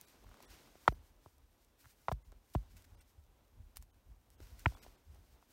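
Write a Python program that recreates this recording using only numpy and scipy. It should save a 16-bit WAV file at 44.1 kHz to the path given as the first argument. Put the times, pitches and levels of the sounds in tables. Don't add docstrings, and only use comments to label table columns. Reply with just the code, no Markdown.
import sys
import numpy as np
from scipy import signal
from scipy.fft import rfft, irfft, next_fast_len
from scipy.io import wavfile

SR = 44100
rng = np.random.default_rng(int(sys.argv[2]) if len(sys.argv) > 2 else 0)


def makeup_ratio(level_db):
    decades = np.asarray(level_db, float) / 20
    return 10 ** decades


def generate_wav(signal):
    frames = np.transpose(np.atleast_2d(signal))
    scaled = np.clip(frames, -1, 1) * 32767
    pcm = np.round(scaled).astype(np.int16)
    wavfile.write(sys.argv[1], SR, pcm)


N = 243720

# start_s [s, peak of the low click, start of the grit], peak_db
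# [dB], pitch_hz [Hz], # upper_db [dB, upper click against peak], echo_db [dB against peak]
STONE_KNOCKS = [(.8797, -7.5, 1110, -21.5, -30), (.8819, -20, 1150, -22, -10),
                (0.8873, -32, 518.7, -42.5, -21.5), (0.9238, -42.5, 495, -24, -2),
                (1.2613, -46.5, 950, -35, -23), (1.2631, -55.5, 400, -40, -0.5),
                (2.0845, -19.5, 984, -21.5, -19), (2.0918, -30, 955, -33, -15),
                (2.1168, -25.5, 790, -21, -12), (2.1198, -35, 1050, -10, -4), (2.5515, -25, 787, -24, -8.5),
                (2.5543, -31.5, 380, -40, -13.5), (4.6589, -19.5, 1300, -36, -30),
                (4.6605, -17.5, 2250, -36, -18), (4.6611, -22, 950, -40, -30), (4.6631, -26, 950, -40, -30),
                (4.6642, -29, 900, -40, -12), (4.6638, -26.5, 296, -41.5, -24)]
# start_s [s, peak of the low click, start of the grit], peak_db [dB],
# pitch_hz [Hz]
PEBBLE_TICKS = [(.245, -58, 900), (.268, -59, 1300), (.29, -57, 1300), (.315, -54.5, 1200),
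                (.343, -54, 1400), (.372, -56, 1250), (.4045, -49.5, 910), (.434, -53, 970),
                (.7555, -50.5, 567), (.857, -55, 1050), (.868, -57, 1100), (1.844, -57, 1551),
                (1.85, -57, 1500), (1.857, -52, 1510), (2.321, -58, 1100), (2.326, -54, 500),
                (3.7699, -49, 1200), (3.825, -60, 990), (4.4036, -48, 350), (4.43, -60, 1000),
                (4.723, -50.5, 810), (4.751, -49, 1000), (4.772, -53, 1150), (4.85, -55, 900),
                (4.865, -46, 720), (5.159, -63, 900), (5.427, -56, 1040)]


def knocks():
    out = np.zeros(N)
    t = np.arange(2600) / SR
    tick_upper_db, tick_echo_db = -14.5, -12
    ticks = [(*row, tick_upper_db, tick_echo_db) for row in PEBBLE_TICKS]
    for start_s, peak_db, pitch_hz, upper_db, echo_db in STONE_KNOCKS + ticks:
        click_s = start_s - .003
        low_click = click(pitch_hz, cycles=0.8 * (pitch_hz / 1100) ** 0.57)
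        add(out, makeup_ratio(peak_db) * low_click, click_s)
        add(out, makeup_ratio(peak_db + upper_db) * click(3300, cycles=1.1), click_s - .0005)
        add(out, makeup_ratio(peak_db + echo_db) * click(0.97 * pitch_hz, cycles=0.44), click_s + 0.00289)
        add(out, makeup_ratio(peak_db + echo_db - 12) * click(.5 * pitch_hz, cycles=.45), click_s + 0.006417)

        noise = rng.standard_normal((2, len(t)))
        coarse_fade = makeup_ratio(16 - 60 * t / .019) + makeup_ratio(-25 - 60 * t / 0.06)
        grit = band(noise[0], 250, 1800) * coarse_fade
        grit += band(noise[1], 2200, 6000) * makeup_ratio(upper_db + 16 - 60 * t / 0.032)
        grit_db = -10.5 + .48 * upper_db
        add(out, makeup_ratio(peak_db + grit_db) * grit, start_s)
    return out


def click(pitch_hz, cycles):
    turns = (np.arange(440) / SR - .003) * pitch_hz
    width = np.where(turns < 0, 0.66 * cycles, cycles)
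    sag = 0.13 * np.clip(turns, -1.2, 3) ** 2 / cycles
    swell = np.exp(-.5 * (turns / width) ** 2)
    return -swell * np.cos(2 * np.pi * (turns - sag - .04))


# [s, to fall 60 dB]
LANDINGS = [
    (0.8915, -30, 47, 0.003, 0.13),
    (1.2682, -56, 71, 0.018, 0.091),
    (2.0925, -42.5, 55, 0.003, 0.06),
    (2.1288, -32, 50, 0.005, 0.17),
    (2.562, -26.5, 48, 0.0055, 0.14),
    (3.585, -52, 110, 0.005, 0.12),
    (1.862, -59, 120, 0.005, 0.09),
    (4.671, -24, 47, 0.012, 0.077),
]


def soil_waves():
    out = np.zeros(N)
    lead_s, crest_hz = .0095, 96
    flutter_hz, flutter_db = 128, -13
    t = np.arange(13000) / SR - lead_s
    flutter = makeup_ratio(flutter_db) * np.cos(2 * np.pi * flutter_hz * t)
    rise = np.sin(np.pi / 2 * np.clip(1 + t / lead_s, 0, 1)) ** 1.9
    for crest_s, peak_db, last_hz, glide_s, fade_s in LANDINGS:
        extra_turns = (crest_hz - last_hz) * glide_s * (1 - np.exp(-t / glide_s))
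        sweep = np.cos(2 * np.pi * (last_hz * t + extra_turns))
        add(out, makeup_ratio(peak_db - 60 * t / fade_s) * rise * (sweep + flutter), crest_s - lead_s)
    return out


# [dB, treble against the rest]
SNAPS = [(0.0117, -32.5, 18), (0.0832, -46, 6), (0.1, -53, 0), (0.2394, -54, 0), (0.2922, -51, 6),
         (0.3416, -53, -4), (0.3703, -55, -2), (0.4254, -42, 0), (0.4035, -51, -5), (0.4998, -54, 2),
         (1.3812, -54, 4), (1.6467, -54, 0.5), (1.8027, -54, 6), (1.8557, -52, 2), (2.11, -49, 7),
         (2.1237, -38, 0), (2.3191, -50, -5), (2.5425, -48, 1.5), (2.767, -46, -3), (2.8215, -48, 1),
         (3.0111, -50.5, 2), (3.7689, -27, 5), (3.8242, -40, 8), (4.3022, -46.5, 2), (4.4029, -50, -2),
         (4.594, -40.5, 6), (4.7824, -53.5, 0.5), (4.835, -47, -3), (5.146, -50.5, 1.5), (5.5069, -52, 8)]


def snaps():
    out = np.zeros(N)
    t = np.arange(1300) / SR
    fade = 0.3 * makeup_ratio(-60 * t / .0011) + makeup_ratio(-25 - 60 * t / 0.037)
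    for start_s, peak_db, treble_db in SNAPS:
        jolt = 2 * (t == 0)
        force = rng.standard_normal(len(t)) * fade + jolt
        crack = band(force, 1500, 7000) - makeup_ratio(treble_db) * band(force, 7000, 17500)
        add(out, makeup_ratio(peak_db) * crack / np.abs(crack).max(), start_s + .0011)
    return out


# time_s [s], level_db [dB]
BUSTLE = [(0.0, -70.5), (.2, -70), (.38, -65.5), (0.55, -66.5), (1.05, -74.5), (1.48, -76.5), (2.54, -77),
          (2.64, -73), (2.97, -73), (3.1, -76.5), (4.35, -77.5), (4.42, -71), (4.6, -72), (4.77, -67.5),
          (5.05, -75), (5.43, -73.5), (5.53, -78)]
# pitch_hz [Hz], level_db [dB per Hz]
CRUNCH_TONE = [(76, -31), (130, -0.5), (183, -6.5), (255, 1), (370, -3.5), (996, -7.5), (1790, -16.5),
               (4000, -19), (5200, -42), (8800, -120)]
# pitch_hz [Hz], level_db [dB per Hz]
RUSTLE_TONE = [(880, -30), (1500, -4), (1760, -8.5), (1950, -6), (3450, -9), (5640, -6), (7700, -9),
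               (9410, -8), (10500, -12.5), (12600, -6.5), (15100, -10.5), (15780, -10), (16000, -36)]
# [s, per 20 dB]
BRUSHES = [(0.005, -70, .1, .2), (.09, -70, .2, .3), (.43, -69, .04, .1), (.51, -67, .06, .55),
           (.86, -71, .6, .3), (.89, -66, .03, .12), (1.07, -75, .3, .15), (1.25, -75, .15, .45),
           (1.63, -77, .3, .2), (1.81, -67, .05, .12), (1.91, -67, .17, .06), (2.1, -71, .4, .05),
           (2.12, -68, .02, .025), (2.27, -76, .2, .15), (2.53, -73, .25, .4), (2.55, -66, .04, .05),
           (2.71, -72, .05, .18), (2.77, -71, .08, .24), (3.015, -69, .06, .04), (3.09, -75, .2, .16),
           (3.77, -70, .03, .06), (3.83, -71, .04, .03), (4.43, -70, .1, .6), (4.6, -66, .07, .12),
           (4.67, -66, .06, .3), (4.83, -70, .1, .3), (5.14, -76, .4, .4), (5.34, -74, .4, .1),
           (5.52, -71, .12, .1)]
# start_s [s], length_s [s], level_db [dB]
PUFFS = [(0.493, 0.063, -80), (0.875, 0.012, -64), (2.113, 0.014, -66), (2.535, 0.016, -64.5),
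         (2.768, 0.015, -73), (2.841, 0.014, -72.5), (3.005, 0.0071, -72), (3.756, 0.025, -66),
         (3.812, 0.0082, -82), (4.304, 0.046, -82.5), (4.41, 0.039, -98), (4.588, 0.02, -73),
         (4.825, 0.022, -69)]


def litter():
    bustle_s, level_db = np.transpose(BUSTLE)
    bustle_db = np.interp(np.arange(N) / SR, bustle_s, level_db)
    swing_db = bustle_db - bustle_db.min()
    crunch = rng.standard_normal(N) + grains(300, spread_db=3.6)
    rustle = rng.standard_normal(N) + .8 * grains(550, spread_db=5.0)

    crunch = makeup_ratio(bustle_db + 1.5 * drift(25)) * coloured(crunch, CRUNCH_TONE)

    calm_db = -82.5
    rustle_db = swells(calm_db + .6 * swing_db, BRUSHES)
    gain = makeup_ratio(rustle_db + 0.99 * drift(40))
    for start_s, length_s, level_db in PUFFS:
        add(gain, makeup_ratio(level_db) * signal.windows.tukey(round(length_s * SR), .3), start_s)

    rustle = coloured(rustle, RUSTLE_TONE)
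    coarse = signal.sosfiltfilt(signal.butter(2, 6500, fs=SR, output="sos"), rustle)
    coarse_gain = makeup_ratio(.6 * swing_db - .7)
    return crunch + gain * (rustle + (coarse_gain - 1) * coarse)


def grains(per_s, spread_db):
    sizes = makeup_ratio(spread_db * np.minimum(rng.exponential(1, N), 5)) * rng.choice([-1, 1], N)
    return sizes * (rng.random(N) < per_s / SR)


# [s, per 20 dB]
SHIFTS = [(.11, -67, .08), (.27, -48, .065), (.51, -57, .09), (.96, -53, .11), (1.14, -66.5, .4),
          (1.43, -66, .4), (1.86, -64, .1), (2.29, -53, .07), (2.37, -55.5, .06), (2.74, -51, .12),
          (2.93, -54, .17), (3.19, -59, .12), (3.29, -61, .12), (3.44, -63, .1), (3.6, -50, .11),
          (3.81, -54, .11), (3.97, -64, .15), (4.11, -52.5, .11), (4.29, -61.5, .1), (4.42, -49, .13),
          (4.54, -53, .2), (4.86, -55, .14), (5.09, -53, .08), (5.13, -52, .07), (5.2, -57, .08),
          (5.33, -60, .1)]
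# pitch_hz [Hz], level_db [dB per Hz]
RUMBLE_TONE = [(13, -41), (22, -12.5), (42, 1.5), (60, -5.5), (72, -3), (95, -10.5), (129, -21), (250, -30),
               (320, -48), (550, -120)]


def rumble():
    feet = [(peak_s, level_db, .8 * fade_s, fade_s) for peak_s, level_db, fade_s in SHIFTS]
    stones = [(crest_s + .03, peak_db - 26, .03, .12) for crest_s, peak_db, *_ in LANDINGS]
    level_db = swells(-73, feet + stones)
    return makeup_ratio(level_db) * coloured(rng.standard_normal(N), RUMBLE_TONE)


def swells(floor_db, rows):
    t = np.arange(N) / SR
    level_db = floor_db + np.zeros(N)
    for peak_s, peak_db, rise_s, fade_s in rows:
        drop_db = 20 * np.maximum((peak_s - t) / rise_s, (t - peak_s) / fade_s)
        level_db = np.maximum(level_db, peak_db - drop_db)
    return level_db


def drift(rate):
    knots = rng.standard_normal(int(N / SR * 60) + 2)
    return np.interp(np.arange(N) / SR * rate, np.arange(len(knots)), knots)


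def coloured(x, tone):
    pitch_hz, level_db = np.transpose(tone)
    size = next_fast_len(N)
    log_hz = np.log(np.fft.rfftfreq(size, 1 / SR) + 1)
    shape_db = np.interp(log_hz, np.log(pitch_hz), level_db, left=-60, right=-60)
    shaped = irfft(rfft(x, size) * makeup_ratio(shape_db), size)[:N]
    return shaped / np.sqrt(np.mean(shaped ** 2) + 1e-20)


def band(x, low_hz, high_hz):
    return signal.sosfilt(signal.butter(2, [low_hz, high_hz], "band", fs=SR, output="sos"), x)


def add(out, sound, start_s):
    at = max(round(start_s * SR), 0)
    out[at:at + len(sound)] += sound[:N - at]


def scene():
    return (knocks() + soil_waves() + snaps() + litter() + rumble())[None]


# [Hz, lowest lost pitch]
TREBLE_GAPS = [(.062, .016, 1500), (.467, .022, 1500), (.938, .016, 1500), (2.237, .016, 1200),
               (2.963, .016, 1500), (3.004, .014, 1500), (3.921, .018, 1500), (4.372, .016, 3500),
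               (4.755, .014, 1500), (4.807, .026, 1500), (4.968, .014, 2500)]


def treble_gaps(x):
    size = 4096
    t = (np.arange(size) - size / 2) / SR
    hz = np.fft.rfftfreq(size, 1 / SR)
    band_of = (np.sqrt(hz) / 1.7).astype(int)
    for middle_s, length_s, low_hz in TREBLE_GAPS:
        spared = rng.random(90) < .14 + 200 / (np.arange(90) * 1.7 + 1) ** 2
        lost = (hz > low_hz) & ~spared[band_of]
        change = np.where(lost, -.93, .9 * (hz > low_hz))
        start = round(middle_s * SR) - size // 2
        gap = np.exp(-np.abs(t / (.55 * length_s)) ** 3)
        add(x[0], gap * irfft(rfft(x[0, start:start + size]) * change), start / SR)


def roll_off(x):
    return signal.sosfilt(signal.butter(12, 16660, fs=SR, output="sos"), x)


def record(dry):
    x = signal.sosfilt(signal.butter(3, 36, "high", fs=SR, output="sos"), dry)
    x = signal.sosfilt(signal.cheby2(10, 24, 16650, fs=SR, output="sos"), x)
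    treble_gaps(x)
    return roll_off(x)


dry = scene()
out = record(dry)
generate_wav(out)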